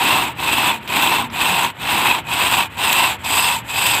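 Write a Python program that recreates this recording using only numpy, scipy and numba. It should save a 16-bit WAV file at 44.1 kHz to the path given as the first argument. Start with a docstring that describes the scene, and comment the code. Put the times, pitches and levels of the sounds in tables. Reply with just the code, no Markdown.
"""A long hand saw is already working through a thick log, close by, in quiet outdoor air.
Each stroke, about two a second, creeps, bites, grows louder and brighter with speed, then nearly stops.
All along, the teeth tear fibres in uneven bursts that ring the wood-damped blade and shake the log.
In the first two seconds the blade squeaks twice, the rocking log groans and the teeth snag on tough
fibres. More snags come in the second half, and the last stroke presses harder and harder."""
import sys
import numpy as np
from scipy import signal
from scipy.fft import rfft, irfft
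from scipy.io import wavfile
from scipy.ndimage import map_coordinates
from numba import njit

SR = 44100
rng = np.random.default_rng(int(sys.argv[2]) if len(sys.argv) > 2 else 0)


def unload_audio(sound):
    """Save the sound as a 16-bit wav file, at the path given as the first command line argument."""
    columns = np.transpose(np.atleast_2d(sound))
    # keep every value between -1 and 1, then stretch to whole-number steps
    steps = np.round(np.clip(columns, -1, 1) * 32767)
    wavfile.write(sys.argv[1], SR, steps.astype(np.int16))


N = 176400

# The arm's strokes. Each row: start, length, and time to creep, bite, speed up and slow down, all in
# seconds; then level, pressure change from start to end, treble, low blade ring and log body, all in dB.
ARM_STROKES = [(-.12, 0.46, .04, 0.023, .16, 0.25, 2, 2.5, -1, 1.5, 3.5),
               (0.347, 0.45, .02, 0.039, .165, .17, 0.56, 1, -1.4, 0, 3),
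               (0.802, 0.49, 0.077, 0.013, .14, .2, 1.05, -1.5, -1.6, 1.5, 3.5),
               (1.296, 0.43, .025, .035, .17, 0.13, 0.5, -1, -1.2, 0, 0.5),
               (1.733, 0.49, 0.045, 0.047, .18, 0.19, 0.9, 9, -2, -0.5, 1.5),
               (2.235, 0.45, 0.028, 0.059, .17, 0.14, 0.43, 1.5, 0.05, 1, -0.5),
               (2.695, .483, .072, 0.019, .09, .175, 1.34, 1.5, 0.36, -0.1, -2.5),
               (3.185, .44, 0.049, .02, .14, 0.18, -0.94, 1, 4, 1.5, -2.5),
               (3.625, 0.47, 0.036, 0.046, .22, 0.25, -0.7, 10.5, 4, -0.9, -3)]
# The blade's damped resonances. Each row: pitch in Hz, width in Hz, level in dB, power by which it grows
# with speed or grip, pitch shift with speed as a fraction, how strongly it follows the stroke's treble.
BLADE_RINGS = [(801, 75, -32, 2.1, 0.034, -0.34), (931.3, 40, -30.5, 1.1, 0.017, 0.48),
               (990, 157, -24, 1.94, 0.023, -0.15), (2619, 150, -22.5, 2.17, .075, 0.42),
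               (3300, 850, -26.5, 2.03, 0.051, 0.86), (4880, 230, -39, 2.8, .004, 2.27),
               (8016, 600, -29, 1.84, 0.043, 1.52), (11510, 400, -39.5, 1.6, .004, 1.4),
               (13500, 2400, -35, 1.7, .006, .8)]
# Teeth snagging. Each row: start in seconds, length in seconds, dull crunch in dB, bright spray in dB.
TOOTH_SNAGS = [(0.875, 0.011, -25, -30), (1.02, 0.027, -33, -14.5), (1.115, .02, -20, -42),
               (1.3, 0.0052, -30, -54), (2.602, 0.0075, -18, -32), (2.926, 0.0083, -21, -11),
               (3.246, 0.0091, -26, -32), (3.861, .018, -23, -16.5)]
# Rubbing notes. Each row: start in seconds, length in seconds, pitch in Hz, level in dB.
BLADE_SQUEAKS = [(0.68, .04, 3430, -21), (1.62, 0.043, 6340, -33.5)]  # the blade against the side of the cut
LOG_GROANS = [(.70, 0.13, 222, -39), (1.166, 0.2, 232.4, -34.5), (1.468, 0.1, 175.3, -29)]  # the log rocking on its bed
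# The tone of each noise. Each row: frequency in Hz, relative level in dB.
TEAR_TONE = [(40, -32), (200, -18), (350, -16), (520, -10), (750, 1.5), (1200, -4), (1450, 0.5),
             (1900, -1.7), (2300, 1.5), (3000, .5), (3900, -2), (4400, -14), (5600, -34), (9000, -42)]  # tearing wood
SCRAPE_TONE = [(2500, 6), (4500, -32.5), (5600, -12.5), (6500, -0.5), (7500, 4.5), (8600, 4), (9700, 1.5),
               (12400, 0.5), (14300, 3.5), (15500, -4)]  # scraping teeth
CRUNCH_TONE = [(150, -22), (600, -7), (950, 2.5), (1400, -5), (2700, 3), (3800, -6.5), (5500, -10),
               (14000, -66)]  # the dull part of a single tear
SPRAY_TONE = [(1000, -11), (3500, 12), (4900, -15), (5700, -6), (8000, 0.5), (9700, -6.5), (14000, 0.5)]  # the bright part of a single tear
LOG_TONE = [(20, -48), (40, -30), (65, -10.5), (110, 0.5), (220, 0), (350, 1.5), (500, -8.5), (800, -6.5),
            (2000, -50.5)]  # the log's body
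AIR_TONE = [(20, -40), (30, -28), (42, -25), (62, -2.5), (110, -0.5), (170, -5), (240, -7.5), (400, -16.5),
            (1000, -12.5), (3000, -15), (6000, -61), (15000, -83)]  # still air

TEAR_DB, SCRAPE_DB, CRACKS_DB, LOG_DB = -21.5, -28.5, -38, -34  # before speed and pressure scale them
REST_SPEED, STALL_SPEED = .12, .27  # shares of full speed: the slowest, and where the treble starts to die
CREEP, BITE = .11, .21  # shares of the range from rest to full speed: creeping, then breaking free
TURN_S, TEETH_HZ = .03, 209.5  # time to reverse; teeth catching each second at full speed


def arm(t):
    """Each stroke creeps, bites, runs and slows, with its own pressure and tone."""
    motion, level, treble, ring, body = np.zeros((5, N))
    for start, length, creep_s, bite_s, rise_s, fall_s, *levels in ARM_STROKES:
        level_db, lean_db, treble_db, ring_db, body_db = levels
        age = t - start
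        break_free = BITE * ease((age - creep_s) / bite_s)
        run = (1 - BITE - CREEP) * ease((age - creep_s) / rise_s)
        motion += ease(age / TURN_S) * (CREEP + break_free + run) * ease((length - age) / fall_s)
        begun = age >= 0
        place = np.minimum(age[begun] / length, 1) - .5  # 0 at mid-stroke
        level[begun] = level_db + lean_db * place
        ring[begun] = ring_db + 3.5 * place  # the low ring grows along each stroke
        treble[begun], body[begun] = treble_db, body_db
    speed = REST_SPEED + (1 - REST_SPEED) * motion
    return speed, gain(level), treble, ring, body


def teeth(speed):
    """Teeth catch at a rate set by the speed, each with its own force, over steady drag."""
    passed = np.cumsum(TEETH_HZ * speed * np.exp(.22 * wander(hz=120))) / SR
    force = gain(1.8 * rng.standard_normal(4096))[passed.astype(int)]
    catches = force * np.exp(-(passed % 1))
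    judder = gain(.96 * wander(hz=59.3))
    return normalise((1 + catches) * judder)


def fibres(force):
    """Fibres break in dense, tiny snaps of uneven size, bunched in short flurries."""
    snaps = force * rng.standard_normal(N)
    return normalise(snaps * gain(2.5 * wander(hz=3000) + 1.1 * wander(hz=171.6)))


def tearing_wood(force, grip):
    """The main rasp: fibres tear more loudly the better the teeth grip."""
    return colour(fibres(force), TEAR_TONE) * gain(TEAR_DB) * grip ** 1.97


def scraping_teeth(force, speed, cutting, treble_db):
    """Steel teeth scrape with a bright hiss and crack off splinters, louder with speed."""
    hiss = colour(fibres(force), SCRAPE_TONE) * gain(SCRAPE_DB + .76 * treble_db + wander(hz=40))
    return (hiss + splinters()) * cutting * speed ** 1.7


def splinters(per_second=240, decay_s=.0007):
    """Coarser splinters break off at random, each a sharp crackle."""
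    hits = (rng.random(N) < per_second / SR) * gain(5 * np.minimum(rng.standard_normal(N), 2))
    fades = signal.lfilter([1], [1, -np.exp(-1 / (decay_s * SR))], hits)
    bursts = fades * rng.standard_normal(N)
    return gain(CRACKS_DB) * (colour(bursts, SPRAY_TONE) + gain(1.5) * colour(bursts, CRUNCH_TONE))


def ringing_blade(force, speed, grip, cutting, treble_db, ring_db):
    """The snaps ring the blade, whose pitches rise a little with speed and waver as it flexes."""
    out, flex = 0, .017 * wander(hz=30.04)
    for hz, width, db, growth, shift, bright in BLADE_RINGS:
        centre = hz * (1 + shift * (speed - .85) + flex)
        ring = resonate(resonate(fibres(force), centre, width), centre, 3.6 * width)
        drive = cutting * speed ** growth if hz > 4300 else grip ** growth
        is_low = hz < 1500
        out += normalise(ring) * drive * gain(db + bright * treble_db + is_low * ring_db)
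    return out


def shaking_log(force, speed, body_db):
    """The snaps shake the log into a rumble that follows the blade's speed."""
    return colour(fibres(force), LOG_TONE) * gain(LOG_DB + body_db) * speed


def snags(t):
    """A tooth rips a tough fibre: a short crunch with a spray of bright snaps."""
    crunch, spray = colour(fibres(1), CRUNCH_TONE), colour(fibres(1), SPRAY_TONE)
    out = 0
    for start, length, crunch_db, spray_db in TOOTH_SNAGS:
        progress = np.maximum(t - start, 0) / length
        burst = ease(progress / .17) * np.exp(-progress ** 2)
        out += burst * (gain(crunch_db) * crunch + gain(spray_db) * spray)
    return out


def rubs(t, notes, waver, waver_hz, rough_db):
    """Surfaces stick and slip, making short, rough, wavering notes."""
    out, clock = 0, np.cumsum(1 + waver * wander(waver_hz)) / SR
    for start, length, hz, db in notes:
        swell = np.sin(np.pi * np.clip((t - start) / length, 0, 1))
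        out += gain(db) * swell * np.sin(2 * np.pi * hz * clock)
    return out * gain(rough_db * wander(waver_hz))


def outdoor_air(level_db=-36):
    """Still air: a soft, low hush whose level drifts."""
    return colour(rng.standard_normal(N), AIR_TONE) * gain(level_db + 1.2 * wander(hz=6.85))


def gain(db):
    """Turn decibels into a multiplier."""
    return 10 ** (np.asarray(db) / 20)


def normalise(x):
    """Scale to an average (rms) level of 1."""
    return x / np.sqrt(np.mean(x ** 2))


def ease(progress):
    """Rise from 0 to 1 along a quarter of a sine wave."""
    return np.sin(np.pi / 2 * np.clip(progress, 0, 1))


def wander(hz):
    """Glide through hz random values a second, with a typical size of 1."""
    knots = rng.standard_normal(N // 10)
    return normalise(map_coordinates(knots, [np.arange(N) / SR * hz], order=3, mode="wrap"))


def colour(x, tone):
    """Filter a sound through a tone table; it comes out at level 1."""
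    hz, db = np.array(tone, float).T
    freqs = np.maximum(np.arange(N // 2 + 1) * SR / N, 1)
    curve = gain(np.interp(np.log(freqs), np.log(hz), db))
    cepstrum = irfft(np.log(curve), N)
    cepstrum[1:N // 2] *= 2  # folded so the filter rings after a snap, not before it
    cepstrum[N // 2 + 1:] = 0
    return normalise(irfft(rfft(x) * np.exp(rfft(cepstrum)), N))


@njit
def resonate(x, hz, width):
    """Let through one band of pitches, whose centre can move every sample."""
    out, band_state, low_state = np.empty(len(x)), 0., 0.
    for i in range(len(x)):
        tuning, damping = np.tan(np.pi * hz[i] / SR), width / hz[i]
        band = (band_state + tuning * (x[i] - low_state)) / (1 + tuning * (tuning + damping))
        band_state = 2 * band - band_state
        low_state += 2 * tuning * band
        out[i] = damping * band
    return out


def scene():
    """Rasping wood, scraping steel, ringing blade and rumbling log over quiet outdoor air."""
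    t = np.arange(N) / SR
    speed, pressure, treble_db, ring_db, body_db = arm(t)
    force = teeth(speed)
    cutting = ease(speed / STALL_SPEED) ** 2
    grip = (ease(speed) + speed) / 2  # the teeth keep their hold until the blade is quite slow
    tear = tearing_wood(force, grip)
    scrape = scraping_teeth(force, speed, cutting, treble_db)
    log = shaking_log(force, speed, body_db)
    air = outdoor_air()
    blade = ringing_blade(force, speed, grip, cutting, treble_db, ring_db)
    groans = rubs(t, LOG_GROANS, waver=.048, waver_hz=69, rough_db=2.5)
    squeaks = rubs(t, BLADE_SQUEAKS, waver=.012, waver_hz=380, rough_db=3)
    saw = pressure * (tear + scrape + blade + log)
    return (saw + snags(t) + squeaks + groans + air)[None]


def record(dry, low_cut_hz=43, top_hz=15450):
    """Thin the deepest bass and cut off the highest treble."""
    thinned = signal.sosfilt(signal.butter(3, low_cut_hz, "high", fs=SR, output="sos"), dry)
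    return signal.sosfilt(signal.ellip(10, .2, 80, top_hz, fs=SR, output="sos"), thinned)


dry = scene()
out = record(dry)
unload_audio(out)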